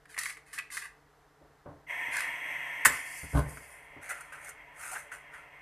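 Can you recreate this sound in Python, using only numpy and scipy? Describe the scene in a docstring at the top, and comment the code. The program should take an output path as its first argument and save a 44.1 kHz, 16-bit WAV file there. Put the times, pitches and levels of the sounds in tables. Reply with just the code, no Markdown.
"""Small kitchen, microphone just above the stove: a gas burner is lit with a match under a frying pan.
A matchbox slides and rattles (slipping grains, ringing contacts), and dull bumps come from knob and stove.
Gas hisses through a resonant mixing tube, a match judders along the striker and its head fizzes.
The gas catches with a whump of low modes and burns on as fluttering noise.
Soles scuff and tap on the floor; faint room air and a low hum lie beneath."""
import sys
import numpy as np
from scipy import signal
from scipy.fft import rfft, irfft
from scipy.io import wavfile
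from scipy.ndimage import uniform_filter1d, map_coordinates

SR = 44100
rng = np.random.default_rng(int(sys.argv[2]) if len(sys.argv) > 2 else 0)


def unload_wav(signal):
    """Save mono or channel-first audio to the path in sys.argv[1] as 16-bit WAV at rate SR, clipped to [-1, 1]."""
    wavfile.write(
        sys.argv[1],
        SR,
        np.round(np.clip(np.atleast_2d(signal).T, -1, 1) * 32767).astype(np.int16),
    )


N = 247401
TIME = np.arange(N) / SR

# puffs of igniting gas and match flame: t/s, level/dB, rise/s, decay/s, flame front over low modes/dB
PUFFS = [(2.857, -45.5, 0.0087, 0.042, 6.5), (3.229, -42, 0.005, 0.027, -10),
         (3.319, -20, 0.049, 0.017, -6.5), (3.376, -27, 0.012, 0.021, -6),
         (3.42, -46.5, 0.052, 0.074, -1.5)]
# low modes of the space under the pan and of the room: f/Hz, relative level/dB
WHUMP_MODES = [(50, -4), (65, 6.5), (96, -5), (124, 3), (147, 3.5), (192, -7), (280, -5.5)]
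# spectrum of the flame front: f/Hz, relative level per Hz/dB
FRONT_SPECTRUM = [(170, -12), (270, -2), (360, -8), (450, -3), (650, -4), (850, -10), (1050, -6),
                  (1250, -14.5), (1500, -8), (1900, -32), (3000, -29.5), (6000, -41.5)]
# spectrum of the steady flames: f/Hz, relative level per Hz/dB
FLAME_SPECTRUM = [(24, -50), (40, 4), (149, -9), (232, -15.5), (312, -20), (371, -33), (567, 6),
                  (1030, -4.5), (1200, -2.5), (1700, -1), (2210, -74), (3740, -120)]


def fire():
    """Pooled gas burns in expanding puffs that drive low modes, then the ring of flames flutters on."""
    low = np.zeros(N)
    for hz, db in WHUMP_MODES:
        # turbulence keeps shifting the phase of each mode
        phase = 2 * np.pi * (hz * TIME + rng.random()) + 0.66 * walk(25)
        low += undb(db) * np.sin(phase)
    low = unit(low)
    front = colour(grains(rate=6400, spread_db=7.0), FRONT_SPECTRUM)
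    puffs = np.zeros(N)
    for start, db, rise, decay, front_db in PUFFS:
        puffs += undb(db) * burst(start, rise, decay) * (low + undb(front_db) * front)
    flutter = undb(-64.5 + 1.5 * walk(20))
    lit = np.clip((TIME - 3.36) / 0.1, 0, 1)
    return puffs + colour(noise(), FLAME_SPECTRUM) * flutter * lit


# resonances of the burner's mixing tube: f/Hz, nominal width/Hz, relative level/dB
TUBE = [(140, 39, -23.5), (301.4, 50, -21.5), (494, 62, -27.5), (692, 220, -15), (978, 103, -8),
        (1373, 100, -15.5), (1847, 186, -2), (2073, 119, 1.5), (2230, 120, -4), (2530, 143, -8.5),
        (2796, 170, -12.5), (3229, 130, -14.5), (6010, 720, -31), (8440, 760, -28.5), (9800, 2600, -37),
        (11680, 130, -26.5), (13000, 3400, -47.5)]
VALVE_S, VALVE_OPENING_S = 1.862, 0.047
# the hiss holds with a slight sag, then sinks to a low level after the match is struck
JET_DB, JET_SAG_DB_PER_S = -37.35, 1.57
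JET_SINKS_S, JET_SINKING_S, JET_LOW_DB = 2.96, 0.57, -55.35


def gas():
    """The jet's turbulence rings the mixing tube; the hiss sinks to a low level after the match is struck."""
    darker = np.clip((TIME - 3.35) / 0.5, 0, 1)  # the balance of the hiss tilts towards the low resonances
    tube = np.zeros(N)
    for hz, width, db in TUBE:
        tilt_db = -3 * (hz > 4000) + 4.8 * (hz < 1500)
        gain_db = db + 0.23 * walk(23) + darker * tilt_db
        tube += undb(gain_db) * resonate(noise(), hz, width)
    valve = np.clip((TIME - VALVE_S) / VALVE_OPENING_S, 0, 1) ** 1.23
    sunk = np.clip((TIME - JET_SINKS_S) / JET_SINKING_S, 0, 1)
    open_db = JET_DB - JET_SAG_DB_PER_S * (TIME - VALVE_S)
    jet_db = (1 - sunk) * open_db + sunk * JET_LOW_DB
    return unit(tube) * valve * undb(jet_db + 0.5 * walk(25))


# burning match head: t/s, fizz level/dB
FIZZ = [(2.92, -42), (3.022, -53), (3.176, -49.5), (3.284, -57), (3.396, -47), (3.404, -56), (3.464, -63.5),
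        (3.498, -54.5), (3.752, -60.5), (3.97, -80.5)]
# spectrum of the sputtering head: f/Hz, relative level per Hz/dB
FLARE_SPECTRUM = [(6500, -12), (7600, -7.5), (9000, 1.5), (10200, 0), (11300, -2), (12500, -7.5),
                  (14500, -15)]
# spectrum of the hot gas rushing out: f/Hz, relative level per Hz/dB
RUSH_SPECTRUM = [(4000, -14), (4600, 5), (5100, 3), (6300, 2), (7200, 5.5)]
# hot gas against the fizz: strongest when the whole head is alight
RUSH_DB, RUSH_PEAK_S, RUSH_FADE_DB_PER_S = -3, 3.19, 19.5


def match_flare():
    """The head burns off in a sputtering fizz while jets of hot gas rush from it."""
    fizz = colour(grains(rate=22000, spread_db=2.0), FLARE_SPECTRUM) * undb(1.6 * walk(44))
    rush_db = RUSH_DB - RUSH_FADE_DB_PER_S * np.abs(TIME - RUSH_PEAK_S) + 2.2 * walk(40.2)
    rush = colour(noise(), RUSH_SPECTRUM) * undb(rush_db)
    return shifting((fizz + rush) * fader(FIZZ), share=0.29, lag_s=0.0006, rate=11.0)


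# modes of the gripped box and the stick: f/Hz, level/dB, t60/s
GRIPPED_MODES = [(1070, -19.5, 0.013), (1350, -8.5, 0.041), (1740, -4, 0.033), (1757, 4, 0.021),
                 (2014, 3, 0.025), (2740, -5.5, 0.013), (9200, -24.5, .035), (9540, -15, 0.085)]
# spectrum of the grit sprayed off the striker: f/Hz, relative level per Hz/dB
STRIKER_SPECTRUM = [(1000, -1), (2500, -5), (4000, -11.5), (6000, -6.5), (7700, 0.5), (8500, 1.5),
                    (9500, 6.5), (10500, -5), (12500, -3), (14500, -2)]
STRIKE_S, SLIP_GAP_S, BITE_AFTER_S = 2.8502, 0.0025, 0.0062  # the hardest bite follows the first touch
KNOCK_DB, KNOCK_RISE_DB_PER_S, KNOCK_FALL_DB_PER_S = -8.5, 600, 2600
SPRAY_DB, SPRAY_FALL_DB_PER_S = -17.5, 650
CRACK_DB, CRACK_DECAY_S = -13.5, 0.007  # card crushed by the hardest bite


def strike():
    """The match head judders across the striker; each slip knocks the gripped box and sprays grit."""
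    knocks, spray = np.zeros(N), np.zeros(N)
    for k, jitter in enumerate(rng.uniform(-1, 1, size=10)):
        after = SLIP_GAP_S * (k + 0.12 * jitter)
        rising_db = KNOCK_RISE_DB_PER_S * (BITE_AFTER_S - after)
        falling_db = KNOCK_FALL_DB_PER_S * (after - BITE_AFTER_S)
        knocks[int((STRIKE_S + after) * SR)] += undb(KNOCK_DB - max(rising_db, falling_db))
        spray_gain = undb(SPRAY_DB - SPRAY_FALL_DB_PER_S * after)
        spray += spray_gain * burst(STRIKE_S + after, rise=0.00021, decay=0.0039)
    age = TIME[:SR // 8]
    ring = np.zeros(len(age))
    for hz, db, t60 in GRIPPED_MODES:
        ring += undb(db) * np.sin(2 * np.pi * hz * age) * np.exp(-np.log(1000) * age / t60)
    ring *= 1 - np.exp(-age / 0.0021)  # card takes a moment to get moving
    crack = undb(CRACK_DB) * burst(STRIKE_S, BITE_AFTER_S, CRACK_DECAY_S) * box_ring(noise())
    return signal.fftconvolve(knocks, ring)[:N] + crack + spray * colour(noise(), STRIKER_SPECTRUM)


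# resonances of the matchbox: f/Hz, nominal width/Hz, relative level/dB
BOX = [(1207, 156, -2.5), (1680, 306, -2.5), (1895, 315, -1), (2384, 180, -6)]


def box_ring(slips):
    """The hollow matchbox resonates when shaken by slips."""
    return unit(sum(undb(db) * resonate(slips, hz, width) for hz, width, db in BOX))


# pushes of the matchbox tray: t/s, rise/s, hold/s, t60/s, rasp level/dB, box resonance level/dB
SLIDES = [(0.075, 0.028, 0.11, .1, -58.5, -56), (0.172, 0.01, 0.11, 0.22, -43, -43.5),
          (0.45, 0.019, .05, .1, -65, -60.5), (0.520, 0.013, 0.039, 0.12, -50, -49.5),
          (0.696, 0.03, 0.069, 0.14, -42.5, -47), (0.812, 0.011, 0.033, .13, -54.5, -46),
          (2.095, 0.047, .06, 0.34, -42.5, -36.5)]
# matches knocking in their box: t/s, level/dB, treble over knock/dB, length/s, ring f/Hz
RATTLES = [(0.055, -53.5, -13, .004, 1730), (0.144, -45.5, -12, 0.0045, 1950),
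           (0.165, -41, -17, 0.0043, 1920), (0.178, -32.5, -12, .004, 1980),
           (0.187, -33.5, -0.5, .007, 1920), (0.233, -47, 9, 0.0037, 1900),
           (0.2575, -32.5, -12.5, 0.0078, 2010), (0.297, -40, -8, .011, 2210),
           (0.370, -47.5, -13, 0.0066, 2070), (0.530, -47.5, 0, 0.015, 1810),
           (0.579, -35.5, -14, .007, 1890), (0.586, -34, -9, .005, 2470), (0.594, -37.5, -18, .005, 2250),
           (0.702, -45, -14, .006, 2100), (0.7695, -35, -9.5, .011, 1866), (2.168, -34, -1.5, .002, 1720),
           (2.206, -30, -7.5, .002, 2000)]
# spectrum of rasping card: f/Hz, relative level per Hz/dB
RASP_SPECTRUM = [(2400, -13.5), (3200, -8.5), (3700, -10.5), (4400, -4.5), (5200, -7), (6000, -7.5),
                 (7500, -5), (9500, -0.5), (11000, -5.5), (12500, -12.5), (14500, -16)]
TRAY_SAG_DB_PER_S = 24  # a push loses force as it goes


def matchbox():
    """The card tray slides in its sleeve by tiny slips and the matches knock inside."""
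    slips = shifting(grains(rate=6000, spread_db=1.0), share=0.85, lag_s=0.0014, rate=12)
    sliding = rubbing(SLIDES, colour(slips, RASP_SPECTRUM), box_ring(slips), TRAY_SAG_DB_PER_S)
    rattling = contacts(RATTLES, box_ring(noise()), colour(noise(), RASP_SPECTRUM),
                        release=0.0025, ring_db=4.5, ring_width_hz=190)
    return sliding + rattling


# dull bumps of knob and stove body: t/s, level/dB, decay/s
BUMPS = [(1.409, -58.5, 0.048), (1.495, -67, 0.018), (1.655, -43.5, 0.057), (2.079, -47.5, 0.0088),
         (2.265, -52, .01), (3.961, -47.5, 0.024)]
# spectrum of the stove body: f/Hz, relative level per Hz/dB
BODY_SPECTRUM = [(40, -8), (70, -5), (145, -0.5), (220, -14), (290, 2), (400, -8), (560, -4), (800, -8.5),
                 (1450, -16), (1900, -29.5), (4000, -53)]


def stove_bumps():
    """The knob and the hand on it shake the sheet-metal body."""
    shaking = sum(undb(db) * burst(start, 0.005, decay) for start, db, decay in BUMPS)
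    return colour(noise(), BODY_SPECTRUM) * shaking


# soles scuffing the floor: t/s, rise/s, hold/s, t60/s, grit level/dB, sole level/dB
SCUFFS = [(4.005, 0.024, 0.057, .2, -56.5, -49.5), (4.085, 0.013, 0.021, 0.62, -51.5, -43.5),
          (4.315, 0.0083, 0.0082, 0.33, -61, -48), (4.36, 0.11, 0.022, 0.15, -53, -51),
          (4.72, 0.11, 0.14, 0.29, -48, -47.5), (5.11, 0.014, 0.013, 0.23, -52.5, -46.5),
          (5.305, 0.033, 0.019, .3, -62, -48)]
# taps of soles and crushed grit: t/s, level/dB, treble over knock/dB, length/s, ring f/Hz
STEPS = [(3.572, -43.5, -12, .004, 1470), (4.092, -43.5, 0, 0.0088, 1580), (4.106, -38, -10, .015, 1410),
         (4.207, -49, 0, 0.0048, 1500), (4.324, -45.5, -14, .013, 1600), (4.445, -55.5, 4, .003, 1400),
         (4.490, -49, 3, 0.0055, 1345), (4.835, -46, -10, .032, 1480), (4.915, -45.5, -0.5, .03, 790),
         (4.954, -37, -23, 0.014, 1546), (5.117, -40.5, -18, .008, 1500)]
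# spectrum of grit: f/Hz, relative level per Hz/dB
GRIT_SPECTRUM = [(2500, -27), (4000, -18.5), (5200, -12), (6000, -7), (6600, -1.5), (7200, -4.5), (8800, 3),
                 (9900, 2.5), (11000, -5.5), (12500, -6.5), (14500, -18)]
# spectrum of the sole: f/Hz, relative level per Hz/dB
SOLE_SPECTRUM = [(300, -32), (550, -12), (750, -6.5), (1050, -11), (1400, 1), (1650, -5.5), (2000, -1.5),
                 (2700, -11.5), (3500, -29), (5000, -35.5)]


def feet():
    """Soles drag over grit by tiny slips and tap down."""
    slips = shifting(grains(rate=6000, spread_db=1.5), share=0.42, lag_s=0.000674, rate=9)
    dragging = rubbing(SCUFFS, colour(slips, GRIT_SPECTRUM), colour(slips, SOLE_SPECTRUM))
    tapping = contacts(STEPS, colour(noise(), SOLE_SPECTRUM), colour(noise(), GRIT_SPECTRUM),
                       release=0.0064, ring_db=3.0, ring_width_hz=160)
    return dragging + tapping


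# spectrum of the room air: f/Hz, relative level per Hz/dB
ROOM_SPECTRUM = [(15, -28), (25, -5.5), (54, -3), (118, -13.5), (150, -7), (231, -20), (301, -4),
                 (354, -19.5), (438, -1), (529, -14.5), (691, -9.5), (749, -8.5), (1910, -14),
                 (2430, -23.5), (15000, -35.5)]
# steady hum in the kitchen: f/Hz, level/dB
HUM = [(48.4, -77), (145.3, -74)]
ROOM_DB = -64


def background():
    """Faint murky room air as coloured noise, and a low hum of slightly wavering sines."""
    hum = np.zeros(N)
    for hz, db in HUM:
        tone = np.sqrt(2) * np.sin(2 * np.pi * hz * TIME + 0.57 * walk(0.73))
        hum += undb(db + 1.1 * walk(3.16)) * tone
    return colour(noise(), ROOM_SPECTRUM) * undb(ROOM_DB + 0.27 * walk(17)) + hum


def contacts(rows, body, treble, release, ring_db, ring_width_hz):
    """Short scraping contacts shake a body, ring at a pitch set by the spot touched, and spray treble."""
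    out = np.zeros(N)
    for start, db, treble_db, length, hz in rows:
        first, count = int(start * SR), int((length + 6 * release) * SR)
        here = slice(first, first + count)
        age = np.arange(count) / SR
        press = np.minimum(age * 2000, 1) * np.exp(-np.maximum(age - length, 0) / release)
        press *= 1 + undb(-1.5) * np.exp(-age / 0.00079)  # the first touch is the hardest
        ring = resonate(rng.standard_normal(SR // 2), hz, ring_width_hz)[-count:]
        knock = unit(unit(press * body[here]) + undb(ring_db) * unit(press * ring))
        spray = unit(press * treble[here])
        force = np.sqrt(np.mean(press ** 2))
        out[here] += undb(db) * force * (knock + undb(treble_db) * spray)
    return out


def stroke(start, rise, hold, t60, sag_db_per_s):
    """One rubbing movement: it speeds up, holds or sags a little, and runs out."""
    age = np.maximum(TIME - start, 0)
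    held = np.maximum(age - rise, 0)
    sag = undb(-sag_db_per_s * np.minimum(held, hold))
    run_out = np.exp(-np.log(1000) * np.maximum(held - hold, 0) / t60)
    return np.minimum(age / rise, 1) ** 2 * sag * run_out


def rubbing(rows, treble, body, sag_db_per_s=0):
    """Strokes that each rasp in the treble and shake a body."""
    out = np.zeros(N)
    for start, rise, hold, t60, treble_db, body_db in rows:
        rubbed = undb(treble_db) * treble + undb(body_db) * body
        out += stroke(start, rise, hold, t60, sag_db_per_s) * rubbed
    return out


def grains(rate, spread_db):
    """Tiny slips of uneven size, rate a second, rms 1."""
    slipping = rng.random(N) < rate / SR
    size_db = spread_db * np.minimum(rng.exponential(size=N), 4)
    return unit(slipping * noise() * undb(size_db))


def burst(start, rise, decay):
    """Swell to 1 and die away."""
    age = np.maximum(TIME - start, 0)
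    return np.minimum(age / rise, 1) ** 2 * np.exp(-np.maximum(age - rise, 0) / decay)


def shifting(x, share, lag_s, rate):
    """A reflection off a moving surface close by keeps changing the colour."""
    lag = lag_s * np.exp(0.265 * walk(rate))
    return (x + share * np.interp(TIME - lag, TIME, x)) / np.hypot(1, share)


def resonate(x, hz, width):
    """A lossy resonance with steep skirts and gain 1 at its centre."""
    q = min(hz / (1.55 * width), 18)  # two equal passes narrow the peak, so each is wider
    b, a = signal.iirpeak(hz, q, fs=SR)
    return signal.lfilter(b, a, signal.lfilter(b, a, x + 1e-18))


def colour(x, points):
    """Causal minimum-phase filter through (Hz, dB) points that keeps the power of white noise."""
    hz, db = np.transpose(points)
    size = 8192
    octave = np.log2(np.maximum(np.fft.rfftfreq(size, 1 / SR), 1))
    below = np.maximum(np.log2(hz[0]) - octave, 0)
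    above = np.maximum(octave - np.log2(hz[-1]), 0)
    # beyond the end points the curve falls 18 dB an octave, for three octaves
    curve_db = np.interp(octave, np.log2(hz), db) - 18 * np.minimum(below + above, 3)
    cepstrum = irfft(np.log(undb(curve_db)))
    cepstrum[1:size // 2] *= 2  # folding the cepstrum makes the filter causal
    cepstrum[size // 2 + 1:] = 0
    response = irfft(np.exp(rfft(cepstrum)))
    return signal.fftconvolve(x, response / np.linalg.norm(response))[:N]


def fader(rows):
    """Gain along a dB curve, silent outside it."""
    t, db = np.transpose(rows)
    return uniform_filter1d(undb(np.interp(TIME, t, db, left=-140, right=-140)), size=128)


def walk(rate):
    """Smooth random wander with a spread near 1, rate knots a second."""
    knots = rng.standard_normal(2048)
    return map_coordinates(knots, [TIME * rate], order=2, mode="wrap")


def noise():
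    """White turbulence."""
    return rng.standard_normal(N)


def unit(x):
    """Scale to rms 1."""
    return x / np.sqrt(np.mean(x ** 2))


def undb(db):
    """Decibels to gain."""
    return 10 ** (np.asarray(db) / 20)


def kitchen(x, wet_db, t60, treble_t60):
    """Hard walls close by return a short tail whose treble dies sooner."""
    age = TIME[:SR * 2 // 3]
    scatter = rng.standard_normal(len(age)) * np.clip((age - 0.004) / 0.0024, 0, 1)
    low = signal.sosfilt(signal.butter(2, 4000, fs=SR, output="sos"), scatter)
    high = signal.sosfilt(signal.butter(2, 4000, "high", fs=SR, output="sos"), scatter)
    # subtracting the high band keeps the two in phase at the crossover
    tail = low * np.exp(-np.log(1000) * age / t60) - high * np.exp(-np.log(1000) * age / treble_t60)
    return x + undb(wet_db) * signal.fftconvolve(x, tail / np.linalg.norm(tail))[:N]


def ports(x, side_db):
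    """Two close microphone ports: only treble, glancing off metal and tiles, differs between them."""
    age = TIME[:SR // 12]
    glints = rng.standard_normal(len(age)) * np.exp(-age / 0.02)
    side = signal.fftconvolve(x, glints / np.linalg.norm(glints))[:N]
    treble_only = signal.ellip(8, 0.5, 70, 4000, "high", fs=SR, output="sos")
    side = undb(side_db) * signal.sosfilt(treble_only, side)
    return np.array([x + side, x - side])


def scene():
    """Stove, hands and floor each sound with their own kitchen tail, over the background."""
    stove = kitchen(fire() + gas() + stove_bumps(), wet_db=-10, t60=0.31, treble_t60=0.1)
    hands = kitchen(match_flare() + strike() + matchbox(), wet_db=-10, t60=0.37, treble_t60=0.2)
    floor = kitchen(feet(), wet_db=-10.5, t60=0.3, treble_t60=0.11)
    return ports(stove + hands + floor + background(), side_db=-11.5)


def record(dry):
    """The microphone chain clips at full scale and cuts the top above 14.2 kHz."""
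    top_cut = signal.ellip(10, 0.2, 80, 14200, fs=SR, output="sos")
    return signal.sosfilt(top_cut, np.clip(dry, -1, 1))


dry = scene()
out = record(dry)
unload_wav(out)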